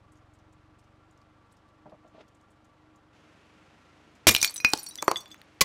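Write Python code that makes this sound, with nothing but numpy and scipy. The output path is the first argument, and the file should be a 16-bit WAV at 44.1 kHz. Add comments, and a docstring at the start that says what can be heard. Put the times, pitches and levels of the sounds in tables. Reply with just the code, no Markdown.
"""A car idles on asphalt, its exhaust puffing, while crushed eggs in a tray beside it tick wetly.
A few soft knocks and a scuff sound nearby. The scene cuts to the car creeping onto two hollow ceramic
money boxes. The first bursts with a crack and a pop of air; its shards ring as they land on the road
and snap under the tyre. The second bursts too. The close microphone overloads on the loudest cracks."""
import sys
import numpy as np
from scipy import signal
from scipy.fft import rfft, irfft, next_fast_len
from scipy.io import wavfile

SR = 44100
rng = np.random.default_rng(int(sys.argv[2]) if len(sys.argv) > 2 else 0)


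def wrap_up_sound(samples):
    """Save the sound to the file named by the first command line argument, as 16-bit audio."""
    columns = np.atleast_2d(samples).T
    # keep every value between -1 and 1, then stretch to whole-number steps
    tamed = np.clip(columns, -1, 1)
    steps = np.round(tamed * 32767).astype(np.int16)
    wavfile.write(sys.argv[1], SR, steps)


N = 248724
TIME = np.arange(N) / SR
AGE = TIME[:SR // 3]   # seconds since a blow
SCENE_CUT_S = 3.13   # the scene cuts abruptly from the idling car to the creeping car


def bursts(attack_s=0.00036):
    """Cracks race through the wall of a box; the air inside pops out and the wall thumps."""
    # runs of cracks: t/s, length/s, level/dB, time to fade by 60 dB (t60)/s
    fractures = [(4.2692, .006, -10, .03), (4.2795, .012, -12, .028), (4.3098, .002, -22, .045),
                 (5.6087, .001, -12, .012), (5.6117, .004, -8.5, .03)]
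    # tone colour of the cracking: f/Hz, width/Hz, level/dB
    fracture_bands = [(495, 52, -11), (1060, 100, -10.5), (2140, 610, -3), (3670, 2000, 0.5),
                      (6000, 1700, -0.5), (11500, 4600, -3.5)]
    # pops of air and thumps of the wall: t/s, f/Hz, level/dB, t60/s
    air_pops = [(4.2695, 676, -1.5, 0.0092), (4.272, 450, -24, 0.17), (4.277, 320, -11, 0.038),
                (4.278, 97, -21, 0.15), (4.295, 217, -23, 0.089), (5.612, 1093, -20, 0.088),
                (5.612, 2025, -25.5, 0.091), (5.612, 468, -19, 0.029), (5.614, 177, -24.5, 0.053)]
    out = np.zeros(N)
    for s, length, db, t60 in fractures:
        hold_then_fade = np.interp(AGE - length, AGE, fade(t60))
        attack = 1 - np.exp(-AGE / attack_s)
        cracking = body_noise(fracture_bands) * ragged(depth_db=3.5, per_s=700)
        add(out, s, from_db(db) * cracking * attack * hold_then_fade)
    for s, hz, db, t60 in air_pops:
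        add(out, s, from_db(db) * ring(hz, t60))
    return out


def clinks(scrape_db=-11, rock_brightness=-16.5):
    """Each shard rings with its own tones; each landing has its own loudness and brightness."""
    # the tones of each named shard: f/Hz, level/dB, t60/s
    shard_tones = { "wall": [(2220, -13, .13), (2410, -1, .14), (3630, -15, .14), (4500, -11, .08),
                   (4953, -12, .07), (5580, 0, .1), (6500, -7, .06), (7550, -12, .1)],
                   "base": [(2184, -9, 0.047), (2475, 0.5, 0.091), (4135, -15.5, 0.047), (4920, -17, 0.059),
                   (5690, -25, 0.212), (6400, -33, 0.11), (10000, -44, 0.09), (13540, -44.5, 0.0784)],
                   "rim": [(4470, -1, 0.075), (4800, -14, 0.056), (5680, -6.5, 0.15), (8000, -15, 0.081),
                   (8970, -11.5, 0.055), (13500, -16.5, .06), (14400, -12, 0.045)],
                   "curve": [(2030, -25, 0.034), (3465, 0, 0.095), (4750, -9.5, 0.048), (5860, -25, 0.18),
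                   (6412, -14, 0.1), (7840, -24, 0.086), (8650, -30, 0.093), (12600, -34, .06)],
                   "plate": [(3920, -11.5, 0.13), (5970, 4, 0.052), (6220, -25, 0.53), (8800, -21, .12),
                   (9264, -30, 0.04), (10500, -23, 0.032)], "sliver": [(3950, -5.5, 0.031),
                   (4940, -15, 0.067), (6000, -8.5, 0.11), (8000, -5, .08), (10800, -5, 0.044),
                   (15110, -18, 0.053)], "flake": [(7170, -0.5, 0.049), (9000, -17, 0.11),
                   (12120, -3, 0.055), (12920, -8.5, .05)], "chip": [(8600, -8, 0.072), (9450, 3.5, 0.064),
                   (10562, -11, .06), (13960, -6, .05)]}
    # the louder shards land and collide: t/s, shard, level/dB, brightness/(dB per octave)
    landings = [(4.279, "wall", -12, 0), (4.309, "flake", -24, 2), (4.342, "flake", -29, 9),
                (4.365, "wall", -33.5, -5), (4.415, "plate", -22.5, 18), (4.4286, "wall", -24.5, -3),
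                (4.429, "sliver", -29, 1), (4.4462, "rim", -24, 8.5), (4.476, "rim", -23.5, -22),
                (4.560, "sliver", -29.5, -4), (4.579, "plate", -32.5, 14), (4.602, "base", -33, 12),
                (4.6476, "base", -8.5, 1), (4.787, "rim", -35, 1), (4.831, "chip", -38, -1),
                (4.866, "rim", -33.5, -1), (4.91, "plate", -44.5, -22), (5.084, "rim", -31, -2),
                (5.169, "curve", -31.5, 11), (5.315, "curve", -43, 8.5)]
    # a curved shard rocks to rest: t/s, level/dB
    rock_taps = [(4.986, -30.5), (5.1588, -22.5), (5.258, -47), (5.309, -51)]
    rocking = [(s, "curve", db, rock_brightness) for s, db in rock_taps]
    out = np.zeros(N)
    for s, shard, db, brightness in landings + rocking + skitters():
        tones = shard_tones[shard]
        main_hz = max(tones, key=lambda tone: tone[1])[0]
        scrape = band_noise(main_hz, main_hz, len(AGE)) * fade(t60=0.0032)
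        add(out, s, from_db(db + scrape_db) * scrape)
        for hz, tone_db, t60 in tones:
            level_db = db + tone_db + brightness * np.log2(hz / main_hz) + rng.standard_normal()
            # an uneven piece has a weak twin beside each tone, and the two beat
            twin = .12 * ring(hz * rng.uniform(1.02, 1.08), t60)
            add(out, s, from_db(level_db) * (ring(hz, t60) + twin))
    return out


def skitters(start_s=4.31, db=-34, fall_db_per_s=10.5, brightness=2.5):
    """Small shards land at random after the first burst, ever softer; gives rows for clinks()."""
    small = ["rim", "plate", "sliver", "flake", "chip"]
    return [(s, rng.choice(small), db - fall_db_per_s * (s - start_s), brightness)
            for s in scattered(start_s, length_s=0.92, per_s=11)]


def snaps(lead_s=.0035, lead_db=-36.5, grind_db=-19):
    """Shards snap. Under the tyre a small crack leads to the break, a thud and a brief grinding."""
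    # hard hits and small dry snaps: t/s, level/dB, f/Hz
    dry_snaps = [(4.3493, -3.5, 3670), (4.364, -7.5, 2960), (4.416, -16.5, 3776), (4.4285, -4.5, 6000),
                 (4.446, -8.5, 3270), (4.476, -21, 4370), (4.566, -22.5, 6000), (4.703, -31, 5500),
                 (4.7751, -27.5, 6200), (4.841, -36, 9000), (4.8635, -32, 7400), (4.956, -28.5, 6000),
                 (5.233, -52, 8000), (5.258, -42, 2190), (5.344, -36.5, 1590), (5.4159, -38.5, 2320)]
    # the tyre breaks a piece and slaps it down: t/s, crack/dB, crack/Hz, thud/dB, thud pitch ratio
    crushes = [(4.647, -8.5, 1800, -20.5, 0.45), (4.7348, -5.5, 4000, -13.5, 0.8),
               (5.0248, -19, 6330, -16, 0.93), (5.0801, -16.5, 6000, -4.5, 0.92),
               (5.1142, -16, 5000, -11, 0.93)]
    # tyre and road ring briefly: f/Hz, width/Hz, level/dB
    tread_bands = [(170, 580, -12), (360, 120, -2.5), (524, 64, 1), (1100, 175, 0.5), (1270, 2300, -3)]
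    out = np.zeros(N)
    for s, db, hz in dry_snaps:
        add(out, s, crack(db, hz))
    for s, crack_db, crack_hz, thud_db, pitch in crushes:
        add(out, s - lead_s, crack(lead_db, crack_hz))
        add(out, s, crack(crack_db, crack_hz))
        thud = body_noise([(pitch * hz, width, db) for hz, width, db in tread_bands])
        thud *= fade(t60=0.016) + from_db(grind_db) * fade(t60=0.084)
        add(out, s, from_db(thud_db) * cut(thud, 1700, "low"))
    return out


def crack(db, hz, splinter_db=-12, spike_db=1):
    """One piece breaks: a short, dry burst of noise with a splintery top."""
    body = band_noise(hz, 0.45 * hz, len(AGE))
    splinters = from_db(splinter_db) * cut(rng.standard_normal(len(AGE)), 15000, "high")
    envelope = (fade(t60=0.011) + from_db(spike_db) * fade(t60=0.004)) / 2
    return from_db(db) * (body + splinters) * envelope


def crumbs(start_per_s=2300, shrink_db=5, spread_db=4.5, tick_db=5, crumble_db=12, pitches=60):
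    """Crumbs of glaze fall, fewer and finer as a shower dies; each ticks and gives a tiny high ring."""
    # showers thrown by the burst, landing, and shed under the tyre: t/s, level/dB, dying time/s
    showers = [(4.276, -18, 0.086), (4.427, -18.5, 0.041), (4.647, -33, 0.23), (5.08, -41, 0.11)]
    grains = np.zeros(N)
    for s, db, dying_s in showers:
        spent = np.maximum(TIME - s, 0) / dying_s
        size_db = spread_db * (np.minimum(rng.exponential(1, N), 4) - 4)
        sizes = from_db(db - shrink_db * spent + size_db) * rng.choice([-1, 1], N)
        falls = (TIME > s) & (rng.random(N) < start_per_s * np.exp(-spent) / SR)
        grains += sizes * falls
    pitch_index = rng.integers(0, pitches, N)
    out = from_db(tick_db) * cut(resonate(grains, 6000, 6000), 11000, "low")
    out += from_db(crumble_db) * cut(resonate(grains, 880, 1600), 3500, "low")
    for k, hz in enumerate(np.geomspace(3900, 15000, pitches) * rng.uniform(.98, 1.02, pitches)):
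        tink = from_db(-5 - 2 * np.log2(hz / 7000)) * ring(hz, t60=190 / hz)   # higher: softer, shorter
        for i in np.flatnonzero((grains != 0) & (pitch_index == k)):
            add(out, i / SR, grains[i] * tink)
    return out


def engine(idle_rush_db=-63.7, creep_rush_db=-60):
    """The engine fires through the exhaust; the fan's rush and the hum throb with each firing."""
    # engine speed: t/s, firings per second
    speed_curve = [(0.0, 21.9), (1.57, 24.7), (2.91, 23.7), (3.33, 23.5), (3.6, 24), (3.9, 27.4),
                   (4.23, 24.0), (4.74, 22.7), (5.23, 24), (5.64, 23.3)]
    # rush of engine and fan while idling: f/Hz, level/dB
    idle_spectrum = [(30, -16), (150, 1.5), (300, 0), (420, -5), (600, -2.5), (1150, -5), (1700, -10),
                     (3000, -16.5), (5000, -24.5), (8000, -31.5), (12000, -41), (16000, -59)]
    # the rush while creeping: f/Hz, level/dB
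    creep_spectrum = [(40, -15), (130, 8), (200, 7), (400, 2.5), (800, 1), (1200, -0.5), (2700, -4.5),
                      (4000, -12), (6400, -17), (11400, -31), (16000, -48.5)]
    # hum of the engine bay: f/Hz, width/Hz, idling level/dB, creeping level/dB
    hum_bands = [(308.7, 13, -67.5, -68.5), (1154, 29, -73.5, -80), (1365, 15, -76, -76)]
    firings_per_s = np.interp(TIME, *np.transpose(speed_curve))
    cycle = 0.059 + np.cumsum(firings_per_s) / SR   # rises by one per firing
    creeping = TIME > SCENE_CUT_S
    creep_rush = from_db(creep_rush_db) * coloured(creep_spectrum)
    idle_rush = from_db(idle_rush_db) * coloured(idle_spectrum)
    rush = np.where(creeping, creep_rush, idle_rush)
    hum = np.zeros(N)
    for hz, width, idle_db, creep_db in hum_bands:
        drone = rms_one(resonate(band_noise(hz, width, N), hz, width))
        hum += from_db(np.where(creeping, creep_db, idle_db)) * drone
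    throb = 1 + 0.11 * np.cos(2 * np.pi * cycle)
    return exhaust(cycle, firings_per_s, creeping) + (rush + hum) * throb


def exhaust(cycle, firings_per_s, creeping, firm_db=-52, settled_db=-58.5, creep_db=-60, puff_s=0.0081):
    """Each firing swings the air in the pipe once; puffs soften as the idle settles and at the cut."""
    settled = 1 / (1 + np.exp((1.1 - TIME) / .25))   # goes from 0 to 1 around 1.1 s
    level_db = np.where(creeping, creep_db, firm_db + (settled_db - firm_db) * settled)
    pipe_hz = np.where(creeping, 85, 97)
    from_peak_s = (cycle % 1 - .5) / firings_per_s
    envelope = np.exp(-(from_peak_s / puff_s) ** 2)
    swing = np.cos(2 * np.pi * pipe_hz * from_peak_s + .3)
    push = from_db(-10) * ~creeping   # a slower push of gas, only while idling
    return cut(from_db(level_db) * envelope * (swing + push), 10, "high", order=1)


def knocks():
    """A few soft, dull knocks: each blow rings briefly and fades."""
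    # blows: t/s, level/dB
    blows = [(1.857, -43), (1.92, -45), (2.046, -49), (2.143, -50.5), (2.175, -49), (2.205, -53.5)]
    # what the knocks ring with: f/Hz, width/Hz, level/dB
    knock_bands = [(174, 63, -1), (436, 150, -6), (618, 50, 1.5), (880, 220, -8.5)]
    out = np.zeros(N)
    for s, db in blows:
        add(out, s, from_db(db) * cut(body_noise(knock_bands), 1260, "low") * fade(t60=0.14))
    return out


def egg_ticks(faint_db=-64.5, faint_hz=4400, crackle_db=-8, pop_db=-13):
    """Crushed eggs settle; each tick is a little crackle around a tiny pitched pop."""
    # the clearest ticks of wet shell and grit: t/s, level/dB, f/Hz
    clear_ticks = [(0.12, -61.5, 8100), (0.155, -63, 6000), (0.336, -58.5, 7600), (0.787, -62, 8300),
                   (1.174, -65, 5560), (1.52, -61, 8500), (1.567, -62, 5430), (2.28, -64.5, 6000),
                   (2.504, -61.5, 8250), (4.151, -56.5, 6590)]
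    faint_ticks = [(s, faint_db, faint_hz * rng.uniform(0.7, 1.8))
                   for s in scattered(0, SCENE_CUT_S, per_s=5)]
    out = np.zeros(N)
    for s, db, hz in clear_ticks + faint_ticks:
        cluster = ragged(depth_db=4, per_s=320) * fade(t60=0.089)
        crackle = cut(band_noise(hz, 1600, len(AGE)), 14400, "low") * cluster
        add(out, s, from_db(db + crackle_db) * crackle)
        add(out, s, from_db(db + pop_db) * ring(hz * rng.uniform(.7, 1), t60=0.041))
    return out


def scuff(start_s=2.14, catch_s=2.212, drag_db=-69, catch_db=-57):
    """A gritty drag over the asphalt swells, holds and ends in a short catch."""
    scrape = cut(band_noise(2500, 2200, N) + from_db(2) * band_noise(410, 340, N), 4300, "low")
    outside_s = np.maximum(start_s - TIME, 0) + np.maximum(TIME - catch_s, 0)
    drag = from_db(drag_db) * np.exp(-outside_s / 0.012)
    catch = from_db(catch_db) * np.exp(-np.abs(TIME - catch_s) / 0.0088)
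    return scrape * (drag + catch)


def surroundings(x):
    """Sound bounces quickly between the road and the car's underside, then leaves a faint outdoor tail."""
    near, far = (-15, 0.26, 4000), (-27, .55, 5000)   # level/dB, t60/s, treble cut/Hz
    response = 0
    for db, t60, hz in near, far:
        echoes = cut(rng.standard_normal(len(AGE)), hz, "low", order=1) * fade(t60) * (AGE > .002)
        response += from_db(db) * echoes / np.sqrt(np.sum(fade(t60) ** 2))
    return x + signal.fftconvolve(x, response)[:N]


def from_db(db):
    """Decibels to gain."""
    return 10 ** (np.asarray(db) / 20)


def rms_one(x):
    """Scale to an average power of 1."""
    return x / np.sqrt(np.mean(x ** 2) + 1e-20)


def add(out, s, sound):
    """Mix a sound in from time s."""
    start = round(s * SR)
    out[start:start + len(sound)] += sound[:max(N - start, 0)]


def fade(t60):
    """Die away after a blow, by 60 dB in t60 seconds."""
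    return np.exp(-np.minimum(np.log(1000) * AGE / t60, 40))


def ring(hz, t60):
    """One struck tone that dies away."""
    return np.sin(2 * np.pi * hz * AGE) * fade(t60)


def ragged(depth_db, per_s):
    """A gain that jumps about at random after a blow."""
    steps = rng.standard_normal(size=1000)
    return from_db(depth_db * np.interp(AGE * per_s, np.arange(len(steps)), steps))


def scattered(start_s, length_s, per_s):
    """Uneven moments, one somewhere in each equal slot of time."""
    ages = (np.arange(60) + rng.random(size=60)) / per_s
    return start_s + ages[ages < length_s]


def cut(x, hz, kind, order=2):
    """Keep what lies below hz ("low") or above it ("high")."""
    return signal.sosfilt(signal.butter(order, hz, kind, fs=SR, output="sos"), x)


def resonate(x, hz, width_hz):
    """A resonance: lets through a band around hz."""
    r = np.exp(-np.pi * width_hz / SR)
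    feedback = [1, -2 * r * np.cos(2 * np.pi * hz / SR), r * r]
    return signal.lfilter(np.array([1, 0, -1]) * (1 - r * r) / 2, feedback, x + 1e-18)


def band_noise(hz, width_hz, size):
    """Noise in one band, power 1."""
    return rms_one(resonate(rng.standard_normal(size), hz, width_hz))


def body_noise(bands):
    """Noise in several bands, power 1."""
    return rms_one(sum(from_db(db) * band_noise(hz, width, len(AGE)) for hz, width, db in bands))


def coloured(spectrum):
    """Steady noise of a given spectrum, power 1."""
    hz, db = np.transpose(spectrum)
    size = next_fast_len(N)
    bin_hz = np.maximum(np.fft.rfftfreq(size, 1 / SR), 1)
    gains = from_db(np.interp(np.log(bin_hz), np.log(hz), db))
    return rms_one(irfft(rfft(rng.standard_normal(size)) * gains, size)[:N])


def scene():
    """The breaking ceramic and its echoes, over the running car and the small sounds nearby."""
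    background = engine() + scuff()
    ceramic = surroundings(bursts() + snaps() + crumbs() + clinks())
    return (ceramic + background + knocks() + egg_ticks())[None]


def record(dry, knee=4, top_hz=16000):
    """The microphone overloads, sooner on the wave's downward swing; rumble and the very top are cut."""
    limit = np.where(dry > 0, .7, .4)
    overloaded = dry / (1 + np.abs(dry / limit) ** knee) ** (1 / knee)
    steep_lowpass = signal.ellip(10, .2, 80, top_hz, fs=SR, output="sos")
    return signal.sosfilt(steep_lowpass, cut(overloaded, 22, "high", order=1))


dry = scene()
out = record(dry)
wrap_up_sound(out)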